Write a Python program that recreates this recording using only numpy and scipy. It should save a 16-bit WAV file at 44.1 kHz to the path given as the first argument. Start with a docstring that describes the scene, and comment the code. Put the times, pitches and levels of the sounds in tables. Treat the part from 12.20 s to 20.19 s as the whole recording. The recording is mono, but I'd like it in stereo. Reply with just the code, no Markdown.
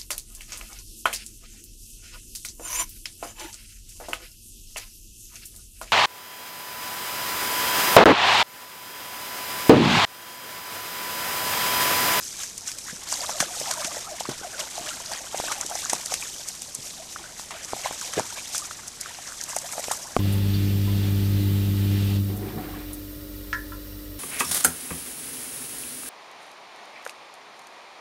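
"""A small dog and its walker wade through a shallow woodland stream, close to a hand-held camera.
Leg strokes swell a slosh of bubbles and a fizz of spray bursts and pings over rippling churn.
Noise slaps, plopping air pockets, low foot plunges, gurgles and pinging droplets stand out of it.
Shaped noise and faint bubbles make the stream; damped bubble shapes make a few dull bumps.
At the very end a knock rings the camera casing, strongest at the left microphone port."""
import sys
import numpy as np
from scipy import signal
from scipy.fft import rfft, irfft
from scipy.io import wavfile

SR = 44100
rng = np.random.default_rng(int(sys.argv[2]) if len(sys.argv) > 2 else 0)


def inscribe(sig):
    """Save sig as 16-bit PCM at rate SR to the path in sys.argv[1].

    A 1-D sig is mono; a 2-D sig holds one channel per row.
    Samples are clipped to [-1, 1] before scaling.
    """
    pcm = np.round(np.clip(np.atleast_2d(sig).T, -1, 1) * 32767)
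    wavfile.write(sys.argv[1], SR, pcm.astype(np.int16))


N = 352359
HZ = np.fft.rfftfreq(N, 1 / SR)
TIME = np.arange(N) / SR

# large air pockets closing behind a leg: t/s, relative level/dB, f/Hz
AIR_POCKETS = [(0.684, -30.5, 1250), (0.925, -20.5, 970), (1.0456, -26.5, 1130), (1.093, -20, 780),
               (1.2021, -17, 1120), (1.2258, -18.5, 670), (1.412, -26.5, 597), (1.5109, -23.5, 1590),
               (1.7675, -25, 620), (2.007, -19, 766), (2.054, -24.5, 1060), (2.5794, -25.5, 710),
               (2.802, -31.5, 980), (2.916, -24, 826), (3.145, -17, 710), (3.2378, -25, 670),
               (3.283, -23, 1510), (3.3154, -18, 1160), (3.512, -24.5, 714), (3.5537, -22.5, 740),
               (3.657, -24, 1280), (3.7317, -14.5, 830), (3.921, -21, 704), (4.9606, -21.5, 1310),
               (5.307, -31, 1160), (5.564, -29, 745), (5.6584, -19.5, 830), (5.9771, -17, 406),
               (5.9878, -15.5, 620), (5.996, -14.5, 840), (6.3474, -23.5, 1340), (6.5098, -24, 1340),
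               (6.8594, -26.5, 1430), (6.907, -36, 910), (6.986, -33.5, 760), (7.121, -30, 1450),
               (7.3316, -30, 950), (7.3644, -18, 683), (7.5798, -20.5, 690), (7.594, -23.5, 627),
               (7.7121, -16, 840)]


def gain_of(db):
    """Decibels to amplitude."""
    return 10 ** (np.asarray(db) / 20)


def evened(x):
    """Scales to rms 1."""
    return x / np.sqrt(np.mean(x ** 2) + 1e-20)


def read(points, hz=HZ):
    """Interpolates a table on a log-frequency axis."""
    f, value = np.transpose(points)
    return np.interp(np.log(hz + 1), np.log(f), value)


def add(mix, start_s, sound):
    """Mixes a sound in at start_s."""
    part = mix[..., max(round(start_s * SR), 0):][..., :sound.shape[-1]]
    part += sound[..., :part.shape[-1]]


def colour(x, spectrum):
    """Filters by a spectrum; white noise keeps its level."""
    return irfft(rfft(x) * evened(gain_of(read(spectrum))), N)


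def shelf(x, corner_hz, db):
    """Raises what lies below the corner by db, which may change in time."""
    low = irfft(rfft(x) / (1 + (HZ / corner_hz) ** 4), N)
    return x + (gain_of(db) - 1) * low


def ports(pair, direct=0):
    """Mixes a pair into partly alike left and right microphone ports; direct is the least likeness."""
    # likeness of the ports: f/Hz, likeness/(0-1)
    likeness = [(30, 0.25), (120, 0.5), (300, 0.78), (1000, 0.66), (2200, 0.72), (4500, 0.42), (8000, 0.3),
                (13000, 0.52)]
    # left minus right: f/Hz, level/dB
    balance = [(40, 10.3), (130, 4.6), (300, 2.1), (700, 0.45), (2400, 0.46), (4400, 3.4), (8100, 10),
               (13000, 5.5)]
    # phase by which left leads: f/Hz, phase/rad
    lead = [(260, 0.57), (800, 0.29), (3200, 0.81), (4400, 1.6), (7400, -1.6), (8600, -2.3), (11000, -1.5)]
    a, b = rfft(pair)
    same = np.clip(np.maximum(read(likeness), direct), 0, 1)
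    right = (same * a + np.sqrt(1 - same ** 2) * b) * np.exp(-1j * read(lead))
    lean = gain_of(read(balance) / 2)
    return irfft(np.array([a * lean, right / lean]), N)


def clicks(per_s, spread_db, limit=4):
    """Sparse random impacts: many small, a few large."""
    strength = np.minimum(rng.exponential(1, N), limit)
    return (rng.random(N) < per_s / SR) * gain_of(spread_db * strength)


def bubble(hz, swell_s, rise, phase=0):
    """A pocket of air swells, rings and decays; a positive rise lifts its pitch as it nears the surface."""
    u = np.arange(int(8 * swell_s * SR) + 2) / (swell_s * SR)
    turns = hz * swell_s * (u - 1 + rise * (u - 1) ** 2 / 2)
    return (u * np.exp(1 - u)) ** 2 * np.cos(2 * np.pi * turns + phase)


def bubbles(low_hz, high_hz, cycles, spread_db, count, size, glide=.05):
    """Bubbles in families of like moment, pitch and strength; each has its own phase at the two ports."""
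    family = 4
    shared = rng.random((3, count // family, 1))
    when, pitch, strength = np.repeat(shared, family, axis=1)
    delay, detune, length, drift, left, right = rng.random((6, count, 1))
    when = when + .02 * delay ** 2 * SR / N  # up to 20 ms late
    hz = low_hz * (high_hz / low_hz) ** pitch * 2 ** (.5 * (detune - .5))
    swell_s = cycles * (.5 + length) / hz
    u = np.arange(size) / (swell_s * SR)
    envelope = gain_of(-spread_db * np.log(strength + 0.013)) * (u * np.exp(1 - u)) ** 2
    # most climb in pitch as they rise; some are dragged down
    turns = hz * swell_s * u * (1 + glide * (2 * drift - .7) * u)
    at = ((when * N).astype(int) + np.arange(size)).ravel()
    sides = []
    for phase in (left, right):
        ringing = envelope * np.cos(2 * np.pi * (turns + phase))
        sides.append(np.bincount(at, ringing.ravel(), N)[:N])
    return evened(np.array(sides))


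def ripple(low_hz, high_hz):
    """A slow random wobble of rms 1, summed from sines that weaken with frequency."""
    t = np.arange(0, N + 128, 128) / SR
    waves = np.zeros(len(t))
    for hz, turn in zip(np.geomspace(low_hz, high_hz, 24), rng.random(24)):
        waves += np.sin(2 * np.pi * (hz * t + turn)) / np.sqrt(hz)
    return np.interp(TIME, t, evened(waves))


def stream(trickle_db=-59):
    """The even wash of stream and woods is shaped noise; faint bubbles make the trickle."""
    # wash spectrum: f/Hz, relative density/dB
    wash_spectrum = [(20, -6.5), (60, -1), (200, -2.1), (450, -6.5), (800, -8), (1600, -14.5),
                     (3000, -11.5), (6000, -4), (10000, -10.5), (15000, -29)]
    wash_db = -44.5
    wash = gain_of(wash_db) * colour(rng.standard_normal((2, N)), wash_spectrum)
    trickle = bubbles(low_hz=594, high_hz=3280, cycles=4.2, spread_db=0.0, count=600, size=1024)
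    return wash + gain_of(trickle_db) * trickle


def bumps(level_db=-1, cycles=0.55, left_db=-3, lag_s=0.00019):
    """Dull bumps near the camera, perhaps the leash handle: damped pulses that reach the left port first."""
    # t/s, relative level/dB, f/Hz
    bump_rows = [(2.213, -28.5, 420), (3.2, -10, 770), (5.196, -21.5, 1000), (5.5332, -9.5, 790),
                 (5.71, -14.5, 790), (7.683, -16, 640)]
    out = np.zeros((2, N))
    for start_s, db, hz in bump_rows:
        bump = gain_of(db + level_db) * bubble(hz, cycles / hz, 0)
        add(out[0], start_s, gain_of(left_db) * bump)
        add(out[1], start_s + lag_s, bump)
    return out


def knock(right_db=-17, click_db=-24, click_s=0.0014, low_hz=145, lag_s=0.00121,
          overload=1.5, sway_db=-26, sway_hz=48, sway_s=0.027):
    """A tap rings the casing's modes, overloads and sways; the right port hears it later and weaker."""
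    # the tap: t/s, level before overload/dB
    knock_s, knock_db = (7.9657, 0)
    # casing modes: f/Hz, relative level/dB, decay/s
    casing_modes = [(260, -15, 0.0089), (470, 1.5, 0.0017), (706, 3, 0.0016), (1120, 2, 0.0016),
                    (2130, -20, 0.00092)]
    t = np.arange(SR // 25) / SR
    ring = np.zeros(len(t))
    for hz, db, decay_s in casing_modes:
        ring += gain_of(db) * np.exp(-t / decay_s) * np.sin(2 * np.pi * hz * t)
    tick = gain_of(click_db) * np.exp(-t / click_s) * rng.standard_normal(len(t))
    blow = np.clip(gain_of(knock_db) * (ring + tick), -overload, overload)
    tap = signal.lfilter(*signal.butter(2, low_hz, "high", fs=SR), blow)
    tap = tap - gain_of(sway_db) * np.exp(-t / sway_s) * np.sin(2 * np.pi * sway_hz * t)
    out = np.zeros((2, N))
    add(out[0], knock_s, tap)
    add(out[1], knock_s + lag_s, gain_of(right_db) * tap)
    return out


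def drips(level_db=-44, spread_db=7, low_hz=700, high_hz=2100, cycles=3.37, rise=0.038, count=70):
    """Stray drops from legs and leash each leave one small rising bubble; the small ones are fainter."""
    out = np.zeros(N)
    for when, size, strength in rng.random((count, 3)):
        hz = low_hz * (high_hz / low_hz) ** size
        gain = gain_of(level_db - spread_db * strength) * np.sqrt(low_hz / hz)
        add(out, when * N / SR, gain * bubble(hz, cycles / hz, rise))
    return np.array([out, out])


def ticks(level_db=-27, spread_db=9, decay_s=.0004, count=36):
    """Single drops flung near the microphone land with a tiny bright noise tick."""
    t = np.arange(SR // 200) / SR
    out = np.zeros((2, N))
    for when, strength in rng.random((count, 2)):
        burst = np.exp(-t / decay_s) * rng.standard_normal((2, len(t)))
        add(out, when * N / SR, gain_of(level_db - spread_db * strength) * burst)
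    return colour(out, [(2500, -25), (6000, 2), (9000, 0), (15000, -10)])


def droplets(level_db=-3, cycles=4, rise=0.018):
    """Each landing droplet traps a tiny bubble that pings briefly."""
    # t/s, relative level/dB, f/Hz
    droplet_rows = [(0.9392, -13, 4610), (1.0066, -15, 4710), (1.0635, -20, 3840), (2.4099, -22, 2900),
                    (2.69, -21, 2840), (2.9348, -17.5, 4650), (3.6508, -11.5, 6740), (4.0243, -22, 2450)]
    out = np.zeros(N)
    for start_s, db, hz in droplet_rows:
        add(out, start_s, gain_of(db + level_db) * bubble(hz, cycles / hz, rise))
    return np.array([out, out])


def gurgles(level_db=-2, cycles=6, follower_db=-7, spacing_s=0.018, detune=0.19):
    """Bubbles in a leg's wake ring and glide, each with a weaker one loosely before and after it."""
    # t at its height/s, relative level/dB, f/Hz, glide/share of f
    gurgle_rows = [(1.01, -33, 738, -0.083), (1.158, -31, 670, -0.086), (1.313, -33, 727, -0.019),
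                   (1.492, -28, 750, 0.0043), (1.595, -30, 646, -0.061), (1.68, -33.5, 657, 0.059),
                   (1.749, -36, 670, 0.041), (1.871, -31, 1260, 0.059), (1.892, -35, 800, 0.013),
                   (1.921, -29.5, 632, -0.047), (2.235, -32.5, 1500, 0.028), (2.251, -27.5, 707, 0.022),
                   (2.346, -30.5, 1530, -.05), (2.401, -33, 637, -0.033), (2.597, -31.5, 682, 0.0072),
                   (2.9, -35, 663, -0.018), (3.303, -26.5, 1245, 0.023), (3.382, -32, 805, -0.0006),
                   (3.519, -33, 1330, 0.2), (3.526, -32, 723, -0.0037), (3.642, -30, 1520, 0.12),
                   (4.803, -35.5, 654, 0.0031), (6.424, -31, 1200, -0.011), (7.449, -32.5, 695, 0.06),
                   (7.858, -37, 907, .12)]
    out = np.zeros(N)
    chances = rng.uniform(-0.994, 1, (len(gurgle_rows), 3, 2))
    for (peak_s, db, hz, glide), chance in zip(gurgle_rows, chances):
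        for place, (late, off) in zip((-1, 0, 1), chance):
            pitch_hz = hz * (1 + place * (glide + detune * off))
            swell_s = cycles / pitch_hz
            start_s = peak_s + place * spacing_s * (1 + late / 2) - swell_s
            gain = gain_of(db + level_db + abs(place) * follower_db)
            add(out, start_s, gain * bubble(pitch_hz, swell_s, glide))
    return np.array([out, out])


def plunges(level_db=-3, decay_s=0.015, rumble_db=-6):
    """A foot shoves the water down to the bed: a dull damped throb and a short low churn of noise."""
    # t/s, relative level/dB, f/Hz
    plunge_rows = [(0.727, -34.5, 193), (1.204, -27.5, 205), (1.225, -37, 300), (1.413, -35, 343),
                   (1.647, -35, 220), (2.088, -23, 386), (2.61, -36, 282), (3.448, -34.5, 340),
                   (3.731, -27.5, 180), (4.586, -38, 121), (5.53, -30.5, 376), (5.972, -20.5, 390),
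                   (5.98, -28, 122), (6.003, -28, 264), (7.582, -33.5, 290)]
    t = np.arange(SR // 8) / SR
    throb, churn = np.zeros((2, 2, N))
    for start_s, db, hz in plunge_rows:
        add(throb, start_s, gain_of(db) * bubble(hz, 0.68 / hz, 0.017))
        burst = np.exp(-t / decay_s) * rng.standard_normal((2, len(t)))
        add(churn, start_s, gain_of(db + rumble_db) * burst)
    churn = colour(churn, [(50, -27), (130, 7.5), (260, 5.0), (500, 3.0), (1200, -13), (4000, -60)])
    return ports(gain_of(level_db) * throb, direct=0.82) + ports(churn)


def splatter(level_db=-13, decay_s=0.0057):
    """The water closing over each air pocket splatters: a short noise burst."""
    t = np.arange(SR // 20) / SR
    out = np.zeros((2, N))
    for start_s, db, _ in AIR_POCKETS:
        burst = np.exp(-t / decay_s) * rng.standard_normal((2, len(t)))
        add(out, start_s, gain_of(db + level_db) * burst)
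    return colour(out, [(200, -18.0), (700, 6.5), (1700, 0.5), (4000, -8), (9000, -37)])


def plops(level_db=0.5, rise=0.008, after_db=-15, after_s=0.00513):
    """Each large air pocket rings, violent ones more briefly, and sheds a weaker bubble as it closes."""
    swell_cycles = 1.29  # at reference_db
    reference_db = -22
    halving_db = 20  # this much louder halves the swell
    out = np.zeros(N)
    chances = rng.random((len(AIR_POCKETS), 3))
    for (start_s, db, hz), (turn, size, wait) in zip(AIR_POCKETS, chances):
        swell_s = swell_cycles * 2 ** ((reference_db - db) / halving_db) / hz
        pocket = bubble(hz, swell_s, rise, 2 * np.pi * turn)
        follower = bubble(hz * (0.846 + 0.57 * size), 2 * swell_s, rise)
        add(out, start_s, gain_of(db + level_db) * pocket)
        add(out, start_s + after_s * (.5 + wait), gain_of(db + after_db) * follower)
    return np.array([out, out])


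def slaps(level_db=-4.0, tail_db=-14, body_db=1, lead_db=-10):
    """Leading drops, a sharp snap of water on water, a short tail of spray; thick slabs smack lower."""
    # t/s, relative level/dB, body/dB (low for a drop, high for a slab of water)
    slap_rows = [(0.235, -17, -16), (0.3796, -14.5, -28), (0.517, -17.5, -11.5), (0.5864, -18.5, -11.5),
                 (0.9263, -12, -21), (1.2027, -15, -3), (1.401, -15.5, -18), (1.5122, -6.5, -11),
                 (1.539, -15, -29), (1.645, -22.5, -1.5), (1.6717, -16.5, -33), (2.0922, -27.5, -3),
                 (2.397, -25, -8), (2.92, -18, -24), (2.936, -25, -20), (3.3183, -20.5, -3),
                 (3.412, -12.5, -36), (3.4637, -15, -36), (3.499, -18.5, -34), (3.554, -14.5, -17),
                 (3.697, -15.5, -10), (3.7334, -9.5, -40), (3.8602, -13.5, -35), (3.9407, -7, -11),
                 (4.287, -16.5, -34), (4.42, -17.5, -15), (4.5505, -12.5, -40), (5.308, -33, -2),
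                 (5.6595, -34, 2), (5.8132, -19, -19), (5.936, -25.5, -3), (5.9957, -14.5, -30),
                 (6.354, -15, -23), (6.381, -12, -33), (6.4552, -18, -23), (6.681, -16, -37),
                 (6.812, -13, -40), (7.213, -18.5, -12), (7.2386, -16.5, -34), (7.365, -11.5, -36),
                 (7.387, -14.5, -31), (7.525, -15.5, -39), (7.64, -25, -2.5), (7.7167, -10, -20)]
    # crack spectrum: f/Hz, relative density/dB
    crack_spectrum = [(200, -11), (700, -33), (2600, -36), (4200, -2), (6300, 6.5), (8500, 2),
                      (11000, -7.5), (15500, -27)]
    # drop, then slab: body/dB, decay/s
    (_, drop_decay_s), (slab_above_db, slab_decay_s) = [(-10, 0.00059), (-10.5, 0.0081)]
    lead_s, tail_s, brief_s = .002, .009, .0008
    snap_db, stray_db, scatter_s = -5, -5, .003
    t = np.arange(-(SR // 100), SR // 12) / SR
    after = np.maximum(t, 0)
    crack, smack, snap = np.zeros((3, 2, N))
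    for (hit_s, db, body), turns in zip(slap_rows, rng.random((len(slap_rows), 2))):
        decay_s = slab_decay_s if body > slab_above_db else drop_decay_s
        fall = np.exp(-after / decay_s) + gain_of(tail_db) * np.exp(-after / tail_s)
        shape = np.where(t < 0, gain_of(lead_db) * np.exp(-abs(t) / lead_s), fall)
        burst = gain_of(db) * shape * rng.standard_normal((2, len(t)))
        add(crack, hit_s + t[0], burst)
        add(smack, hit_s + t[0], burst * gain_of(body + body_db))
        snap_hz = np.interp(body, [-30, 0], [9000, 4000])  # smaller drops snap higher
        ring = [bubble(snap_hz, 0.000099, 0, 2 * np.pi * turn) for turn in turns]
        sharpness = min((brief_s / decay_s) ** 2, 1.6)  # brief slaps snap harder
        drop = gain_of(db + snap_db) * sharpness * np.array(ring)
        add(snap, hit_s, drop)
        for offset_s in scatter_s * (.5 + turns) * [-1, 1]:  # stray drops just before and after
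            add(snap, hit_s + offset_s, gain_of(stray_db) * drop)
    smack = colour(smack, [(300, -25), (900, -3.0), (1900, -1.0), (3600, -3.5), (6000, -25)])
    return gain_of(level_db) * (colour(crack, crack_spectrum) + smack) + snap


def depth(column):
    """The tone of the water along the way, in dB at every sample."""
    # t/s, bass of the gurgling/dB, fullness of the drops/dB
    tone_rows = np.array([(0.45, -28, -8), (1.1, 5, -1), (2.0, -0.5, 0), (2.8, -1.5, 0.5), (3.9, 2.5, 0.5),
                          (4.5, -5, -5), (4.8, 4, 3), (5.25, -3, -3), (5.65, -3, -1.5), (6.4, -8, -4.5),
                          (7.0, -10.5, -5), (7.5, -2, -24)])
    return np.interp(TIME, tone_rows[:, 0], tone_rows[:, column])


def surge():
    """A foot breaking the surface sets off a wash: a gain that starts at once and settles."""
    # t/s, relative sloshing level/dB, settling time/s
    surge_rows = [(1.204, -31, 0.05), (2.09, -35.5, 0.05), (4.985, -40.5, 0.13), (5.306, -36, 0.12),
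                  (5.988, -41, 0.019)]
    t = np.arange(SR // 2) / SR
    power = np.zeros(N)
    for start_s, db, settle_s in surge_rows:
        add(power, start_s, (gain_of(db) * np.exp(-t / settle_s)) ** 2)
    return np.sqrt(power)


def effort(column, churn_db, stroke_db, ripple_db, linger):
    """Spray (column 1) or slosh (2) gain: each leg stroke builds up and settles over the rippling churn."""
    # water churning between strokes: t/s, relative spray level/dB, relative sloshing level/dB
    churn_rows = np.array([(0.0, -41.5, -58.5), (0.33, -49, -65.5), (0.63, -39, -62), (0.8, -43, -49.5),
                           (1.0, -40, -41.5), (1.55, -35, -44.5), (1.9, -40.5, -46), (2.5, -39, -45.5),
                           (3.12, -40, -46.5), (3.5, -40, -47.5), (4.15, -37, -49.5), (4.55, -43, -59),
                           (5.28, -47, -59), (5.48, -41, -48), (5.57, -36.5, -43), (6.3, -39, -47),
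                           (6.75, -45.5, -54), (7.2, -40.5, -49.5), (7.45, -41, -44), (7.6, -36.5, -43),
                           (7.99, -47.5, -49)])
    # leg strokes: t at height/s, relative spray level/dB, relative sloshing level/dB, settling time/s
    stroke_rows = [(0.05, -37, -74, 0.26), (0.215, -33.5, -49, 0.058), (0.483, -33, -48, 0.029),
                   (0.699, -39.5, -44.5, 0.045), (0.932, -30, -42, 0.083), (1.062, -35.5, -58, 0.16),
                   (1.098, -30.5, -41, 0.017), (1.213, -26, -46, 0.027), (1.391, -33.5, -44, 0.12),
                   (1.485, -35.5, -34.5, 0.058), (1.62, -35, -38.5, 0.066), (1.765, -37, -42, 0.072),
                   (2.005, -29.5, -53, 0.013), (2.406, -31.5, -34, 0.03), (2.588, -38.5, -44, 0.074),
                   (2.693, -35, -38.5, 0.09), (2.941, -36, -38.5, 0.054), (3.18, -33.5, -36.5, 0.052),
                   (3.285, -32.5, -37, 0.12), (3.419, -41, -36, 0.022), (3.6, -34, -61, 0.14),
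                   (3.762, -35, -39.5, 0.081), (3.929, -32.5, -39.5, 0.041), (4.03, -33.5, -44.5, 0.045),
                   (4.29, -37, -55, 0.029), (4.675, -37.5, -59, 0.091), (4.924, -38.5, -51, 0.042),
                   (5.2, -36, -51, 0.046), (5.657, -35.5, -30.5, 0.033), (5.845, -36.5, -44, 0.077),
                   (5.977, -36, -33, 0.033), (6.179, -38.5, -38.5, 0.034), (6.362, -30, -45, 0.05),
                   (6.89, -46, -46.5, 0.13), (7.077, -39, -44, 0.024), (7.305, -35.5, -42, 0.029),
                   (7.724, -34, -37, 0.039)]
    push_share = 0.67  # build-up time as a share of the settling time
    base_db = np.interp(TIME, churn_rows[:, 0], churn_rows[:, column]) + churn_db
    power = gain_of(base_db + ripple_db * ripple(low_hz=13, high_hz=54.8)) ** 2
    for row in stroke_rows:
        peak_s, settle_s = row[0], row[-1]
        t = np.arange(-min(peak_s, 3 * settle_s), 5 * settle_s, 1 / SR)
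        build_up = (t / (push_share * settle_s)) ** 2
        shape = np.exp(-np.where(t < 0, build_up, t / (linger * settle_s)))
        add(power, peak_s + t[0], (gain_of(row[column] + stroke_db) * shape) ** 2)
    return np.sqrt(power)


def spray(level_db=0, mist_db=-7.5, ping_db=-1):
    """Droplets land as tiny noise bursts and high pings over a mist of finer ones."""
    # f/Hz, relative density/dB
    spray_spectrum = [(900, -16.5), (1700, -14.5), (2700, -12.5), (3600, -6.5), (4800, -3), (6200, 1),
                      (8200, -1.5), (10500, -8.5), (13000, -10.5), (15500, -39)]
    burst_s = .0004  # decay of the burst power
    impacts = clicks(per_s=1900, spread_db=1.8) ** 2
    power = signal.lfilter([1], [1, -np.exp(-1 / (burst_s * SR))], impacts)
    patter = evened(np.sqrt(power) * rng.standard_normal((2, N)))
    pings = bubbles(low_hz=1800, high_hz=13000, cycles=3, spread_db=2.1, count=14000, size=340)
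    mist = gain_of(mist_db) * rng.standard_normal((2, N))
    fizz = colour(evened(patter + gain_of(ping_db) * pings + mist), spray_spectrum)
    fat_db = depth(2)  # fat drops are fuller below and duller on top
    fizz = shelf(shelf(fizz, 3960, fat_db), 32000, fat_db)
    push = effort(1, churn_db=0.2, stroke_db=1.06, ripple_db=1.86, linger=1.0)
    return gain_of(level_db - 1.13 * fat_db) * push * fizz


def slosh(level_db=0.0, froth_db=-5.0, glug_db=-10):
    """Legs push water aside and fold air under: many brief bubbles, a few large longer ones, and froth."""
    # f/Hz, relative density/dB
    slosh_spectrum = [(200, -2), (430, -17.5), (600, -5), (750, -3), (1100, -0.5), (1600, 2), (2600, -1),
                      (4000, 2), (8000, -39)]
    gurgle = bubbles(low_hz=320, high_hz=3600, cycles=3.2, spread_db=2.4, count=8000, size=1200)
    glug = bubbles(low_hz=600, high_hz=780, cycles=5, spread_db=1.7, count=600, size=2600, glide=.1)
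    froth = colour(gain_of(froth_db) * rng.standard_normal((2, N)), slosh_spectrum)
    gurgle = evened(colour(gurgle, slosh_spectrum))
    deep_db = depth(1)
    water = shelf(evened(gurgle + gain_of(glug_db) * glug + froth), 1450, deep_db)
    strokes = effort(2, churn_db=1.0, stroke_db=0.5, ripple_db=2.0, linger=0.92)
    push = np.hypot(strokes, surge())
    return gain_of(level_db - deep_db / 2) * push * water


def scene():
    """The water in the open air, and the bumps and the knock at the camera."""
    scattered = spray() + slosh() + slaps() + splatter() + ticks() + stream()
    ringing = plops() + gurgles() + droplets() + drips()
    return ports(scattered) + ports(ringing, direct=1) + plunges() + bumps() + knock()


def record(dry):
    """The recorder clips near full scale and limits the band."""
    ceiling = .92
    edge_hz = 15500
    lowpass = signal.firwin(511, edge_hz, window=("kaiser", 9), fs=SR)
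    return signal.oaconvolve(np.clip(dry, -ceiling, ceiling), lowpass[None], "same")


dry = scene()
out = record(dry)
inscribe(out)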